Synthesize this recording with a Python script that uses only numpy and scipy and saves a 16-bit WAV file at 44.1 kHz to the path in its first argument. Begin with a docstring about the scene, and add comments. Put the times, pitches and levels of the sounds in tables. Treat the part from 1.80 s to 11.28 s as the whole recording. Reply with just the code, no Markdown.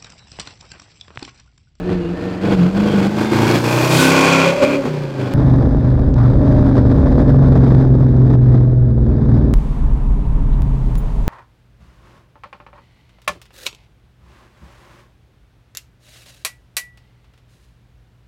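"""Big-block V8, three positions

Kerb: the car revs, roars past and shifts up; pipes boom, pop, rasp and ring, pulleys whine.
Tailpipe: a drone at the exhaust resonance, with burble, bangs, grit and gusting wind.
Cabin: muffled burble over road rumble and hiss; a trim buzz, a small chink of metal.
The exhaust is crank-locked tones plus a gas puff per firing. Order = multiple of the cycle rate."""
import sys
import numpy as np
from scipy import signal
from scipy.fft import rfft, irfft
from scipy.io import wavfile
from scipy.ndimage import uniform_filter1d

SR = 44100
rng = np.random.default_rng(int(sys.argv[2]) if len(sys.argv) > 2 else 0)


def to_wav(s):
    """Save 16-bit WAV."""
    ch = np.atleast_2d(s).T  # columns
    pcm = np.round(np.clip(ch, -1, 1) * 32767)  # PCM
    wavfile.write(sys.argv[1], SR, pcm.astype(np.int16))


N = 418068
TIME_S = np.arange(N) / SR
FREQS_HZ = np.fft.rfftfreq(N, 1 / SR)

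PIPE_START_S, CABIN_START_S = 3.539, 7.738
PASS_S, PASS_SPAN_S = 2.105, 0.33  # closest approach; kerb distance over speed

# engine speed: t/s, speed/rpm
KERB_RPM = [(0, 2590), (.1, 2775), (.26, 2530), (.41, 2770), (.55, 2720), (.59, 2790), (.69, 3070),
            (.82, 2590), (.99, 3040), (1.08, 3140), (1.22, 2895), (1.37, 3200), (1.56, 3280), (1.71, 3445),
            (1.83, 3520), (2.05, 3825), (2.24, 3925), (2.33, 4040), (2.42, 4065), (2.62, 4000), (2.7, 4070),
            (2.84, 4245), (2.97, 4275), (3.08, 3710), (3.19, 3530), (3.539, 2880)]
PIPE_RPM = [(3.54, 3268), (3.65, 3220), (3.78, 2911), (3.92, 3013), (4.3, 2974), (4.41, 2889), (4.67, 3077),
            (4.82, 2998), (5.2, 2870), (5.6, 2709), (5.8, 2651), (6.5, 2528), (7.0, 2460), (7.74, 2321)]
CABIN_RPM = [(7.74, 2313), (8.6, 2200), (8.8, 2112), (9.15, 1847), (9.3, 1768), (9.48, 1793)]
# weaker orders of the two uneven banks: order, level/dB
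KERB_ORDERS = [(3, 0), (6, 3.5), (7, 0.5), (9, 2), (10, 1), (11, 9), (12, 13), (13, 13.5), (14, -3),
               (15, 14.5), (17, 0), (18, -1), (19, 4), (20, -2.5), (21, -24), (22, 3), (23, -21), (24, -2),
               (25, -8), (26, -6)]
PIPE_ORDERS = [(1, -6), (2, -6.5), (4, -1.5), (7, -1), (8, 4), (9, -1.5), (10, 0), (11, -2), (12, -2.5),
               (13, -8.5), (14, -0.3), (15, -6), (16, -1.5), (17, -9), (18, 0.2), (19, 2.5), (20, -5.5),
               (21, 5.5), (22, -14.5), (23, -2), (25, 1), (26, -11.5), (31, 2)]
CABIN_ORDERS = [(1, 4), (2, -2), (3, -6), (4, -12), (5, -3), (6, 3), (7, -5), (8, 2.5), (9, -20), (10, 1.5),
                (11, 5), (12, -5), (13, 1.5), (14, -8), (15, 1.5), (16, -21)]
# exhaust resonances on the way to each position: f/Hz, gain/dB
KERB_PATH = [(30, -25), (90, -7), (130, -4.5), (175, 12), (220, -7.5), (280, -1.5), (350, -3), (420, -16.5),
             (480, -14.5), (570, -1.5), (680, -7), (900, -39)]
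PIPE_PATH = [(25, -23.5), (60, -4.5), (95, -16), (128, 3.5), (160, -22.5), (200, -20.5), (260, -10.5),
             (330, -22), (450, -30.5), (700, -33.5)]
CABIN_PATH = [(20, 26), (50, -8), (90, -49), (130, -8.5), (180, -29.5), (270, -22.5), (340, -25)]
# turbulence against the firing note: t/s, level/dB
ROUGHNESS = [(0, 0), (.7, -2.5), (1.2, -3.5), (1.8, -4.5), (2.4, -5), (2.8, -7), (3.5, -5), (3.6, 2),
             (4.4, 1), (4.8, -2.5), (5.6, -1.5), (6.2, -3), (7, -6), (7.7, -3)]
# single orders howling out: start/s, length/s, order, level/dB
HOWLS = [(0, 0.33, 8, -25), (0.448, 0.15, 8, -29.5), (0.038, 0.29, 16, -27.5), (0.617, 0.18, 8, -19.5),
         (0.782, 0.11, 8, -16), (.68, .2, 6, -26), (.95, .46, 6, -31), (0.915, 0.22, 8, -18.5),
         (1.137, 0.14, 8, -15), (1.307, 0.32, 8, -22.5), (1.536, 0.28, 4, -25.5), (1.547, 0.23, 13, -36),
         (1.662, 0.23, 8, -35), (0.63, .11, 19, -27), (0.797, .07, 19, -32), (0.964, 0.29, 19, -34),
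         (1.507, 0.54, 10, -32.5), (1.52, 0.29, 5, -39), (1.85, 0.75, 18, -29), (1.863, 0.3, 20, -27.5),
         (1.95, 0.7, 29, -36), (2.185, 0.23, 44, -31), (2.25, 0.49, 33, -34), (2.43, 0.21, 14, -25),
         (2.45, 0.19, 41, -28), (1.827, 0.36, 4, -22.5), (2.076, 0.66, 5, -23), (2.172, 0.45, 8, -19.5),
         (2.174, 0.12, 46, -23), (2.58, 0.1, 73, -26), (2.64, 0.056, 16, -21), (2.7, 0.2, 16, -24),
         (2.808, 0.016, 16, -10.5), (2.65, 0.16, 17, -23), (2.8, 0.16, 17, -25), (2.953, .05, 16, -26),
         (2.8, 0.12, 40, -33), (2.81, 0.12, 32, -40), (2.814, 0.14, 69, -32), (2.804, 0.16, 8, -22.5),
         (2.96, .05, 8, -29), (3.03, 0.031, 8, -23.5), (3.068, 0.42, 5, -23), (3.625, 0.19, 5, -20.5),
         (4.026, .14, 5, -21), (4.354, 0.14, 5, -13), (4.586, 0.28, 24, -27.5), (4.62, .5, 5, -24),
         (4.95, 0.45, 24, -32), (4.93, 0.4, 20, -35), (4.6, .5, 11, -29), (4.6, .8, 10, -30),
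         (5.5, 1.0, 13, -31), (5.8, .6, 17, -34), (5.35, .35, 26, -34), (5.4, .6, 22, -34),
         (6.85, 0.42, 25, -43.5), (6.85, .25, 31, -38), (6.4, 0.66, 6, -21), (5.503, 0.52, 21, -35),
         (5.796, 1.47, 18, -36), (6.3, 1.19, 24, -40.5), (0.2, 0.083, 132, -47), (1.06, 0.072, 124, -39),
         (1.405, 0.095, 132, -42), (7.044, 0.56, 11, -30.5), (7.099, 0.79, 3, -20), (7.48, 0.067, 6, -13.5)]
# exhaust flaring or faltering: start/s, length/s, gain/dB
FLARES = [(0.626, 0.02, -3.5), (0.703, 0.053, 3.5), (2.819, 0.037, 6.5), (4.474, 0.027, 0),
          (4.942, 0.055, 3), (5.108, .022, 3.5), (5.373, 0.063, 4), (5.475, 0.036, 5), (5.524, .018, -2),
          (5.616, 0.079, 4), (5.693, 0.018, -2), (5.733, 0.018, 0), (5.749, 0.034, 4.5),
          (5.831, 0.017, 4.5), (5.856, 0.032, 3), (5.9, .025, 3), (5.938, 0.016, 3.5), (5.987, 0.043, 2),
          (6.08, 0.027, -5), (6.143, .018, 2), (6.165, 0.017, -3), (6.49, 0.072, 4), (6.736, 0.028, 4),
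          (7.428, .025, 1)]
# wind gusts: peak/s, length/s, gain/dB
GUSTS = [(.13, 1, 13), (.73, 0.17, 16), (1.03, 0.85, 12), (1.62, 0.3, 9), (2.17, .15, 5), (3.93, 0.27, 5),
         (4.26, 0.41, 7.5), (4.57, 0.19, 7.5), (4.82, 0.36, 5.5), (5.3, 0.96, 6), (5.72, 0.19, 5.5),
         (7.3, 0.48, 5), (7.72, 0.12, -6)]
# buffeting and hissing air: f/Hz, gain/dB
WIND_SPECTRUM = [(7.1, -44), (12, -17.5), (54, -2.5), (91, -6), (110, -4.5), (140, -33), (240, -120)]
AIR_SPECTRUM = [(3500, 2), (5000, -3.5), (8000, -5.5), (11500, -12), (15800, -17)]

# throttle stabs and lifts: start/s, length/s, load/dB
THROTTLE = [(0.07, 0.057, 7), (0.397, 0.13, 2), (0.607, 0.12, 10), (0.767, 0.096, 7.5), (0.942, 0.31, 8),
            (1.36, 0.084, 6.5), (1.5, 0.26, 8.5), (1.823, 0.23, 4.5), (2.093, 0.61, 5.5),
            (2.7, 0.049, -2.5), (2.8, 0.035, 4.5), (2.847, 0.11, 5.5), (2.952, 0.036, -2.5),
            (3.03, 0.036, 3.5), (3.246, 0.11, -3.5), (3.363, 0.2, 3)]
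# exhaust voices at the kerb: base/dB, load share, nearness share, astern gain/dB
BOOM_LAW = (-24.5, 1.0158, 0.3, -1.5)
BARK_LAW = (-25, 0.75, 0.7, 6)
RASP_LAW = (-27, 0.94, 0.9757, 9.5)
FIZZ_LAW = (-34.5, 0.74, 1.6, 9)
SIZZLE_LAW = (-40.5, 0.78, 2.05, 2)
RING_LAW = (-12, 0.64, 0.4, 11.5)
LEAD_LAW = (0.15, 0.99, 0.22, 0.2)
# strongest orders at the kerb: order, base/dB
KERB_LEADS = [(4, -35), (5, -40.5), (8, -35), (16, -43)]
# low, mid and high gas noise at the kerb: f/Hz, gain/dB
BLAST_SPECTRUM = [(60, -21), (100, -10), (160, 5.5), (240, -3), (320, -1.5), (410, -8), (470, 4),
                  (530, -9.5), (600, -1.5), (690, -6), (800, -8), (1000, -13.5)]
RASP_SPECTRUM = [(800, -2), (1100, -4), (1350, -3.5), (1550, -0.5), (1750, -7), (2300, -8), (2650, -11),
                 (2900, -10.5), (3450, -12), (3750, -15.5), (4300, -14)]
FIZZ_SPECTRUM = [(2060, 6), (3500, -7), (3780, -8), (4830, -6), (7180, -7), (10300, -17.5), (13500, -16),
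                 (15800, -21.5)]
# exhaust colour from the side and from behind: f/Hz, gain/dB
SIDE_SPECTRUM = [(130, 5.5), (190, -3), (240, 6), (310, 8), (380, 4.5), (465, -5.5), (540, 1), (630, -5),
                 (780, 2)]
TAIL_SPECTRUM = [(135, -9), (185, -11.5), (265, 5), (330, -12), (400, 10), (465, -11.5), (530, 11.5),
                 (620, 0.5), (760, 1.5)]
# steel pipe resonances: f/Hz, width/Hz, gain/dB
STEEL_MODES = [(875, 40, -7), (1090, 47, 7), (1453, 35, -2), (2180, 96, 2), (2415, 104, 10.5),
               (2700, 110, 8), (3330, 240, 4)]
ZING_MODES = [(2490, 170, 0)]
# pipe zing at full throttle: t/s, level/dB
ZING_LEVEL = [(1.76, -60), (1.88, -35), (2.1, -31.5), (2.2, -29), (2.67, -28.5), (2.73, -41), (2.83, -35),
              (2.95, -35), (2.98, -60)]
# pulley tones: order, relative amplitude
PULLEY_ORDERS = [(79, 1), (130, .2)]
# pulley whine: t/s, level/dB
WHINE_LEVEL = [(0, -46), (.1, -40), (.26, -47), (.45, -41), (.6, -42), (.72, -52), (1.2, -53), (1.45, -37),
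               (1.65, -38), (1.77, -32), (1.86, -50), (2.2, -70)]
# exhaust pops: t/s, level/dB
POPS = [(.094, -12), (.411, -19), (.455, -15), (.64, -14), (.686, -13), (.705, -14), (.724, -8),
        (1.597, -9), (1.769, -8), (2.032, -7), (2.826, -10), (2.838, -10), (3.056, -8.5), (3.065, -9)]
# sharp clicks: t/s, level/dB, decay/s
CLICKS = [(3.538, -11, .0006), (7.739, -8.5, .0004), (8.821, -20, 0.00017), (9.155, -18.5, 0.00018)]

# easing off to a cruise: t/s, load/dB, burble level/dB
CRUISE = [(3.55, 2.5, -12.5), (3.95, -1.5, -15.5), (4.06, -3, -15.5), (4.2, -3, -16), (4.34, -7, -16.5),
          (4.39, 2, -18), (4.56, -2, -13), (4.68, 0.5, -12.5), (4.95, 1, -12.5), (5.3, -0.5, -13),
          (5.72, -1.5, -14), (6.04, -1, -14.5), (6.2, -4.5, -14.5), (6.78, -5, -17.5), (6.95, -12, -21.5),
          (7.27, -10, -18.5), (7.45, -6.5, -13.5), (7.52, -2.5, -12.5), (7.73, -7, -12.5)]
# strongest orders at the tailpipe: order, base/dB, resonance gain/dB, load share
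PIPE_LEADS = [(3, -23, -0.5, 0.05), (5, -22, 3.5, 0.5), (6, -24.5, 14.5, 0), (11, -32.5, 4, 0.39),
              (24, -46.5, 10, 1)]
# gas noise at the tailpipe: f/Hz, gain/dB
BURBLE_SPECTRUM = [(100, -1), (135, 3.5), (165, -2), (200, -4.5), (270, -3.5), (340, -9.5), (430, -14.5),
                   (600, -17.5), (700, -26.5)]
SPIT_SPECTRUM = [(600, 5.5), (700, -7.5), (940, -14), (1100, -15), (1250, -18.5), (1750, -21.5),
                 (2100, -31), (2400, -34), (2750, -40.5), (3050, -40.5), (3600, -33.5), (3850, -34),
                 (4100, -38.5), (4500, -39.5), (4950, -38), (5750, -45.5), (6400, -46.5), (7400, -55),
                 (8600, -52), (11000, -65.5), (13000, -75)]
BANG_SPECTRUM = [(80, -24), (200, 8.5), (450, 10.5), (750, -1.5), (1300, -11), (1800, -20.5), (2800, -41.5),
                 (3650, -31), (4400, -40), (5000, -37.5), (8000, -52), (12000, -74)]
# hard firings: t/s, level/dB
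BANGS = [(3.598, -11), (3.74, -15), (3.81, -13), (3.873, -14), (3.948, -13), (3.971, -15), (4.192, -15),
         (4.364, -16), (4.638, -15), (4.795, -12), (4.913, -13), (4.98, -8.5), (5.054, -12), (5.117, -13),
         (5.186, -12), (5.23, -12), (5.259, -13), (5.271, -11), (5.356, -12), (5.382, -10), (5.397, -9),
         (5.42, -14), (5.494, -8.5), (5.545, -13), (5.588, -14), (5.622, -12), (5.646, -12), (5.66, -12),
         (5.685, -9.5), (5.722, -11), (5.757, -9.5), (5.839, -12), (5.867, -11), (5.905, -14), (5.921, -14),
         (5.981, -15), (6.028, -13), (6.051, -11.5), (6.153, -14), (6.232, -14), (6.362, -18), (6.507, -14),
         (6.751, -15), (6.812, -19), (6.932, -21), (7.299, -20), (7.396, -22)]
# grit off the rear tyre: t/s, unfiltered level/dB
GRIT = [(3.76, -25), (4.342, -13), (4.69, -24), (6.878, -35)]
# short rasp of gas: t/s, level/dB
SNARL_LEVEL = [(4.36, -70), (4.385, -40.5), (4.425, -37.5), (4.465, -34), (4.49, -70)]

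# body rumble and tyre noise: f/Hz, gain/dB
RUMBLE_SPECTRUM = [(7.1, -37), (12, -7.5), (43, 2), (61, -6.5), (86, -27.5), (110, 7), (140, -39),
                   (240, -120)]
ROAD_SPECTRUM = [(150, -29), (250, -14), (287, -23), (346, -16), (398, 3), (468, -19.5), (694, -21.5),
                 (753, -24), (927, -19), (1440, -33.5), (2570, -42.5), (4000, -55), (5200, -75),
                 (8800, -120)]
# road bumps: peak/s, length/s, gain/dB
BUMPS = [(7.76, 0.19, 8), (8.09, 0.24, 8), (8.3, 0.18, 7.5), (8.49, 0.13, 1), (8.69, 0.83, 5.5),
         (9.12, 0.3, 3), (9.42, 0.088, 7)]
# air past the window: t/s, level/dB
DRAUGHT_LEVEL = [(7.75, -54), (7.95, -55), (8.1, -58.5), (8.7, -59), (9.05, -55.5), (9.48, -54)]
# modes of a small metal object: f/Hz, level/dB, t60/s
CHINK_MODES = [(7000, -46, .08), (8800, -55, .08), (10800, -40, .08), (12100, -52, .05), (15450, -41, .12)]


def amp(db):
    """dB to gain."""
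    return 10 ** (np.asarray(db) / 20)


def unit(x):
    """Scale to rms 1."""
    return x / np.sqrt(np.mean(x ** 2) + 1e-20)


def curves(rows):
    """Table columns as time curves."""
    times_s, *columns = np.transpose(rows)
    return [np.interp(TIME_S, times_s, column) for column in columns]


def response(spectrum, hz):
    """Gain of a spectrum at hz."""
    knots_hz, db = np.transpose(spectrum)
    return amp(np.interp(np.log(hz + 1), np.log(knots_hz + 1), db))


def colour(x, spectrum):
    """Filter by a spectrum; rms 1."""
    return unit(irfft(rfft(x) * response(spectrum, FREQS_HZ), N))


def band(x, lo_hz, hi_hz):
    """Steep band-pass."""
    gain = 1 / np.sqrt((1 + (lo_hz / (FREQS_HZ + 1)) ** 20) * (1 + (FREQS_HZ / hi_hz) ** 20))
    return irfft(rfft(x) * gain, N)


def at_level(x, db, span_s=.09):
    """Set the slow rms to db; fast throbs stay."""
    width = int(span_s * SR) + 1
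    power = uniform_filter1d(uniform_filter1d(x ** 2, width), width)
    return x * amp(db) / np.sqrt(abs(power) + 1e-9)


def drift(rate_hz):
    """Random wander, rms about 1."""
    knots = rng.standard_normal(2048)
    return np.interp(TIME_S * rate_hz, np.arange(len(knots)), knots)


def white():
    """White noise."""
    return rng.standard_normal(N)


def add(mix, start_s, sound):
    """Mix in at start_s."""
    part = mix[round(start_s * SR):][:len(sound)]
    part += sound[:len(part)]


def held(start_s, length_s, attack_s, release_s):
    """Attack-hold-release envelope."""
    corners_s = np.cumsum([start_s, attack_s, max(length_s - attack_s, 0), release_s])
    return np.interp(TIME_S, corners_s, [0, 1, 1, 0])


def swells_db(rows):
    """Smooth humps of level."""
    return sum(db * np.cos(np.pi * np.clip((TIME_S - peak_s) / length_s, -.5, .5)) ** 2
               for peak_s, length_s, db in rows)


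def crank(rpm, wobble):
    """Cycle rate and count; one four-stroke cycle is two turns."""
    cycle_hz = curves(rpm)[0] / 120
    return cycle_hz, np.cumsum(cycle_hz * (1 + wobble * drift(40))) / SR


def drive_by_db(laws, astern_s=2.548, astern_span_s=0.28):
    """Voice levels from throttle, nearness and the pipe mouths pointing at the kerb."""
    load_db = sum(db * held(start_s, length_s, attack_s=0.024, release_s=0.044)
                  for start_s, length_s, db in THROTTLE) + .8 * drift(14)
    near_db = -10 * np.log10(1 + ((TIME_S - PASS_S) / PASS_SPAN_S) ** 2)
    astern = np.exp(-((TIME_S - astern_s) / astern_span_s) ** 2)
    return [db + load_share * load_db + near_share * near_db + astern_db * astern
            for db, load_share, near_share, astern_db in laws]


def lead_tones(cycles, levels, flutter, from_s, to_s):
    """Strongest orders, locked to the crank, plus the howls centred in from_s..to_s."""
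    gains, out = {round(order): amp(db) for order, db in levels}, np.zeros(N)
    for start_s, length_s, order, db in HOWLS:
        if from_s <= start_s + length_s / 2 < to_s:
            howl = amp(db) * held(start_s, length_s, attack_s=0.02, release_s=0.029)
            gains[round(order)] = gains.get(round(order), 0) + howl
    jittered = cycles + .003 * drift(110)  # uneven firing times fray the high orders
    for order, gain in gains.items():
        out += gain * (1 + flutter * drift(25)) * np.cos(2 * np.pi * (order * jittered + rng.random()))
    return np.sqrt(2) * out


def firing_note(cycle_hz, cycles, orders, path, flutter):
    """Orders swell as they cross resonances and flutter with uneven burning."""
    out = np.zeros(N)
    for order, db in orders:
        gain = np.interp(TIME_S, TIME_S[::64], amp(db) * response(path, order * cycle_hz[::64]))
        out += gain * (1 + flutter * drift(28)) * np.cos(2 * np.pi * (order * cycles + rng.random()))
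    return out


def puffs(cycles, sharpness, uneven_db, repeat, crack):
    """A pressure front and a gas puff per firing; each cylinder partly repeats its own puff."""
    firings = 8 * cycles
    size = amp(uneven_db * np.clip(rng.standard_normal(8192), -2, 2))[firings.astype(int)]
    signature = np.interp(cycles % 1, np.linspace(0, 1, 1024), rng.standard_normal(1024))
    envelope = 0.8 + np.exp(-sharpness * (firings % 1))
    fronts = np.diff(np.floor(firings + .08 * drift(200)), prepend=0) > 0
    gas = unit((white() + repeat * signature) * envelope)
    return unit(size * (gas - crack * unit(fronts * 1.)))


def pipe_ring(x, modes, doppler=0.012):
    """Narrow pipe resonances; their pitch drops as the car passes."""
    car_time_s = TIME_S - doppler * (np.hypot(TIME_S - PASS_S, PASS_SPAN_S) - PASS_S)
    gain = sum(amp(db) / (1 + (2 * (FREQS_HZ - hz) / width_hz) ** 2) for hz, width_hz, db in modes)
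    at_car = np.interp(TIME_S, car_time_s, x)
    return np.interp(car_time_s, TIME_S, irfft(rfft(at_car) * gain, N))


def pulley_whine(cycles):
    """Crank-driven pulleys; phase and level waver."""
    tones = sum(size * np.sin(2 * np.pi * order * cycles + 2.1 * drift(110))
                for order, size in PULLEY_ORDERS)
    return amp(curves(WHINE_LEVEL)[0] + 3.3 * drift(32) - 1.5) * tones


def wind(lo_hz, hi_hz):
    """Low buffeting of air on the microphone."""
    return band(colour(white(), WIND_SPECTRUM), lo_hz, hi_hz)


def pops(width_s=0.00055):
    """Exhaust pops: a push and its rebound."""
    out, age = np.zeros(N), np.arange(8192) / SR / width_s
    for start_s, db in POPS:
        add(out, start_s, -amp(db) * 2 * age * (2 - age) * np.exp(-age))
    return out


def flare_gain():
    """The exhaust flares or falters for a few firings."""
    db = np.zeros(N)
    for start_s, length_s, rise_db in FLARES:
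        add(db, start_s, rise_db * signal.windows.tukey(int(length_s * SR), .3))
    return amp(db - .5)


def directivity(x, side_s=1.5, tail_s=2.86):
    """Colour shifts as the car shows nose, side, then tail."""
    side = np.interp(TIME_S, [side_s - PASS_SPAN_S, side_s, PASS_S, tail_s], [0, 1, 1, 0])
    tail = np.interp(TIME_S, [PASS_S, tail_s], [0, 1])
    turned = sum(share * irfft(rfft(x) * response(spectrum, FREQS_HZ), N)
                 for share, spectrum in [(side, SIDE_SPECTRUM), (tail, TAIL_SPECTRUM)])
    return (1 - side - tail) * x + turned


def swish(peak_s=2.205, span_s=0.097, db=-21):
    """Tyres and air hiss as the car brushes past."""
    hiss = unit(band(colour(white(), AIR_SPECTRUM), 2900, 19000))
    return amp(db) * np.exp(-((TIME_S - peak_s) / span_s) ** 2) * hiss


def kerb(wind_db=-45):
    """Drive-by: the pipes boom and bark; rasp peaks as they swing into view."""
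    boom_db, bark_db, rasp_db, fizz_db, sizzle_db, ring_db, lead_db = drive_by_db(
        [BOOM_LAW, BARK_LAW, RASP_LAW, FIZZ_LAW, SIZZLE_LAW, RING_LAW, LEAD_LAW])
    rough_db = curves(ROUGHNESS)[0]
    cycle_hz, cycles = crank(KERB_RPM, wobble=.002)
    levels = [(order, db + lead_db) for order, db in KERB_LEADS]
    tones = lead_tones(cycles, levels, flutter=0.25, from_s=0, to_s=PIPE_START_S)
    note = directivity(firing_note(cycle_hz, cycles, KERB_ORDERS, KERB_PATH, flutter=.28))
    gas = puffs(cycles, sharpness=1, uneven_db=1.5, repeat=.85, crack=.22)
    blast = directivity(colour(gas, BLAST_SPECTRUM))
    boom = at_level(band(note, 80, 354), 0) + at_level(band(blast, 57, 530), rough_db)
    bark = at_level(band(note, 440, 900), 0) + at_level(band(blast, 361, 1130), rough_db + 8.5)
    jet = colour(gas, RASP_SPECTRUM)
    rasp = at_level(band(jet + amp(ring_db) * pipe_ring(jet, STEEL_MODES), 847, 4580), rasp_db)
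    zing = at_level(band(pipe_ring(gas, ZING_MODES), 2200, 2800), curves(ZING_LEVEL)[0])
    spray = colour(gas, FIZZ_SPECTRUM)
    fizz = at_level(band(spray, 4080, 9130), fizz_db) + at_level(band(spray, 9800, 17000), sizzle_db)
    exhaust = flare_gain() * (at_level(boom, boom_db) + at_level(bark, bark_db) + rasp + fizz)
    whine = pulley_whine(cycles)
    breeze = at_level(wind(15, 94), wind_db + swells_db(GUSTS))
    return tones + exhaust + zing + whine + breeze + swish()


def clicks():
    """Dry clicks: a step with a fast decay."""
    out, age_s = np.zeros(N), np.arange(8192) / SR
    for start_s, db, decay_s in CLICKS:
        grain = 1 + 0.035 * rng.standard_normal(len(age_s))
        add(out, start_s, amp(db) * np.exp(-age_s / decay_s) * grain)
    return out


def on_resonance(hz, centre_hz=130.6, width_hz=22.3):
    """1 on the main exhaust resonance, 0 far from it."""
    return 1 / (1 + (2 * (hz - centre_hz) / width_hz) ** 4)


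def bangs(decay_s=0.0037):
    """Hard firings: a pressure front, then a short puff, dulled by the pipe."""
    out, age_s = np.zeros(N), np.arange(2048) / SR
    front = 1.4 * (age_s == 0)
    for start_s, db in BANGS:
        puff = 0.11 * np.exp(-age_s / decay_s) * rng.standard_normal(len(age_s))
        add(out, start_s, amp(db) * (front + puff))
    gain = response(BANG_SPECTRUM, FREQS_HZ)
    return irfft(rfft(out) * gain, N) / gain.mean()


def grit():
    """Small stones tick against the underside."""
    out = np.zeros(N)
    for start_s, db in GRIT:
        add(out, start_s, amp([db]))
    return band(out, 1900, 6500)


def tailpipe(wind_db=-20, spit_db=-32.5):
    """Beside the pipe: resonant drone, ragged burble, spitting gas, buffeting air."""
    cruise_db, burble_db = curves(CRUISE)
    waver_db = 1.1 * drift(14)
    load_db = cruise_db + waver_db
    cycle_hz, cycles = crank(PIPE_RPM, wobble=.0015)
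    levels = [(order, db + lift_db * on_resonance(order * cycle_hz) + load_share * load_db)
              for order, db, lift_db, load_share in PIPE_LEADS]
    drone = lead_tones(cycles, levels, flutter=.15, from_s=PIPE_START_S, to_s=CABIN_START_S)
    note = firing_note(cycle_hz, cycles, PIPE_ORDERS, PIPE_PATH, flutter=.3)
    gas = puffs(cycles, sharpness=3, uneven_db=2.2, repeat=0.25, crack=0.3) * amp(1.2 * drift(30))
    turbulence = at_level(band(colour(gas, BURBLE_SPECTRUM), 105, 675), curves(ROUGHNESS)[0])
    burble = at_level(band(note, 95, 700), 0) + turbulence
    burble = at_level(burble, burble_db + 0.73 * waver_db - 0.8)
    spit = at_level(band(colour(gas, SPIT_SPECTRUM), 723, 14000), spit_db + load_db)
    snarl = amp(curves(SNARL_LEVEL)[0]) * unit(band(gas, 920, 1210))
    buffet = at_level(wind(12, 87), 0) + at_level(band(note, 29, 83), -8.5)
    buffet = at_level(buffet, wind_db + swells_db(GUSTS))
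    flare = flare_gain()
    return drone + flare ** .7 * burble + flare * (spit + snarl) + bangs() + grit() + buffet


def cabin(rumble_db=-17, engine_db=-24, drone_db=7.5, db_per_octave=15, road_db=-37.5):
    """Inside: the body rumbles, the muffled engine slows through resonance, tyres and air hiss."""
    cycle_hz, cycles = crank(CABIN_RPM, wobble=0.0023)
    firing_hz = 8 * cycle_hz
    resonance, bump_db = on_resonance(firing_hz), swells_db(BUMPS)
    burble_db = engine_db + drone_db * resonance + db_per_octave * np.log2(firing_hz / firing_hz[0])
    note = firing_note(cycle_hz, cycles, CABIN_ORDERS, CABIN_PATH, flutter=0.38)
    body = at_level(band(colour(white(), RUMBLE_SPECTRUM), 18, 87), 0)
    rumble = at_level(body + at_level(band(note, 27.7, 71.1), -10.5), rumble_db + bump_db)
    burble = at_level(band(note, 110, 268), 0) + at_level(band(white(), 113, 308), -7 - 4 * resonance)
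    burble = at_level(burble, burble_db + 0.11 * (bump_db - 3))
    road = band(colour(white() * amp(1.2 * drift(35)), ROAD_SPECTRUM), 467, 17000)
    draught = at_level(band(colour(white(), AIR_SPECTRUM), 1700, 17000), curves(DRAUGHT_LEVEL)[0])
    return rumble + burble + at_level(road, road_db) + draught + trim_buzz()


def trim_buzz(peak_s=8.735, db=-51, decay_s=.015):
    """Loose trim buzzes once."""
    return amp(db) * np.exp(-abs(TIME_S - peak_s) / decay_s) * unit(band(white(), 2500, 4100))


def chink(start_s=9.18):
    """A small metal object rings briefly."""
    out, age_s = np.zeros(N), np.arange(8192) / SR
    for hz, db, t60_s in CHINK_MODES:
        add(out, start_s, amp(db - 60 * age_s / t60_s) * np.sin(2 * np.pi * hz * age_s))
    return out


def scene():
    """Kerb, tailpipe, cabin in abrupt succession; mono."""
    car = np.select([TIME_S < PIPE_START_S, TIME_S < CABIN_START_S], [kerb(), tailpipe()], cabin())
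    return (car + pops() + clicks() + chink())[None]


def record(dry, cutoff_hz=15900):
    """Soft clip, then low-pass."""
    rounded = dry / (1 + abs(dry) ** 6) ** (1 / 6)
    lowpass = signal.firwin(511, cutoff_hz, window=("kaiser", 9), fs=SR)
    return signal.oaconvolve(rounded, lowpass[None], "same")


dry = scene()
out = record(dry)
to_wav(out)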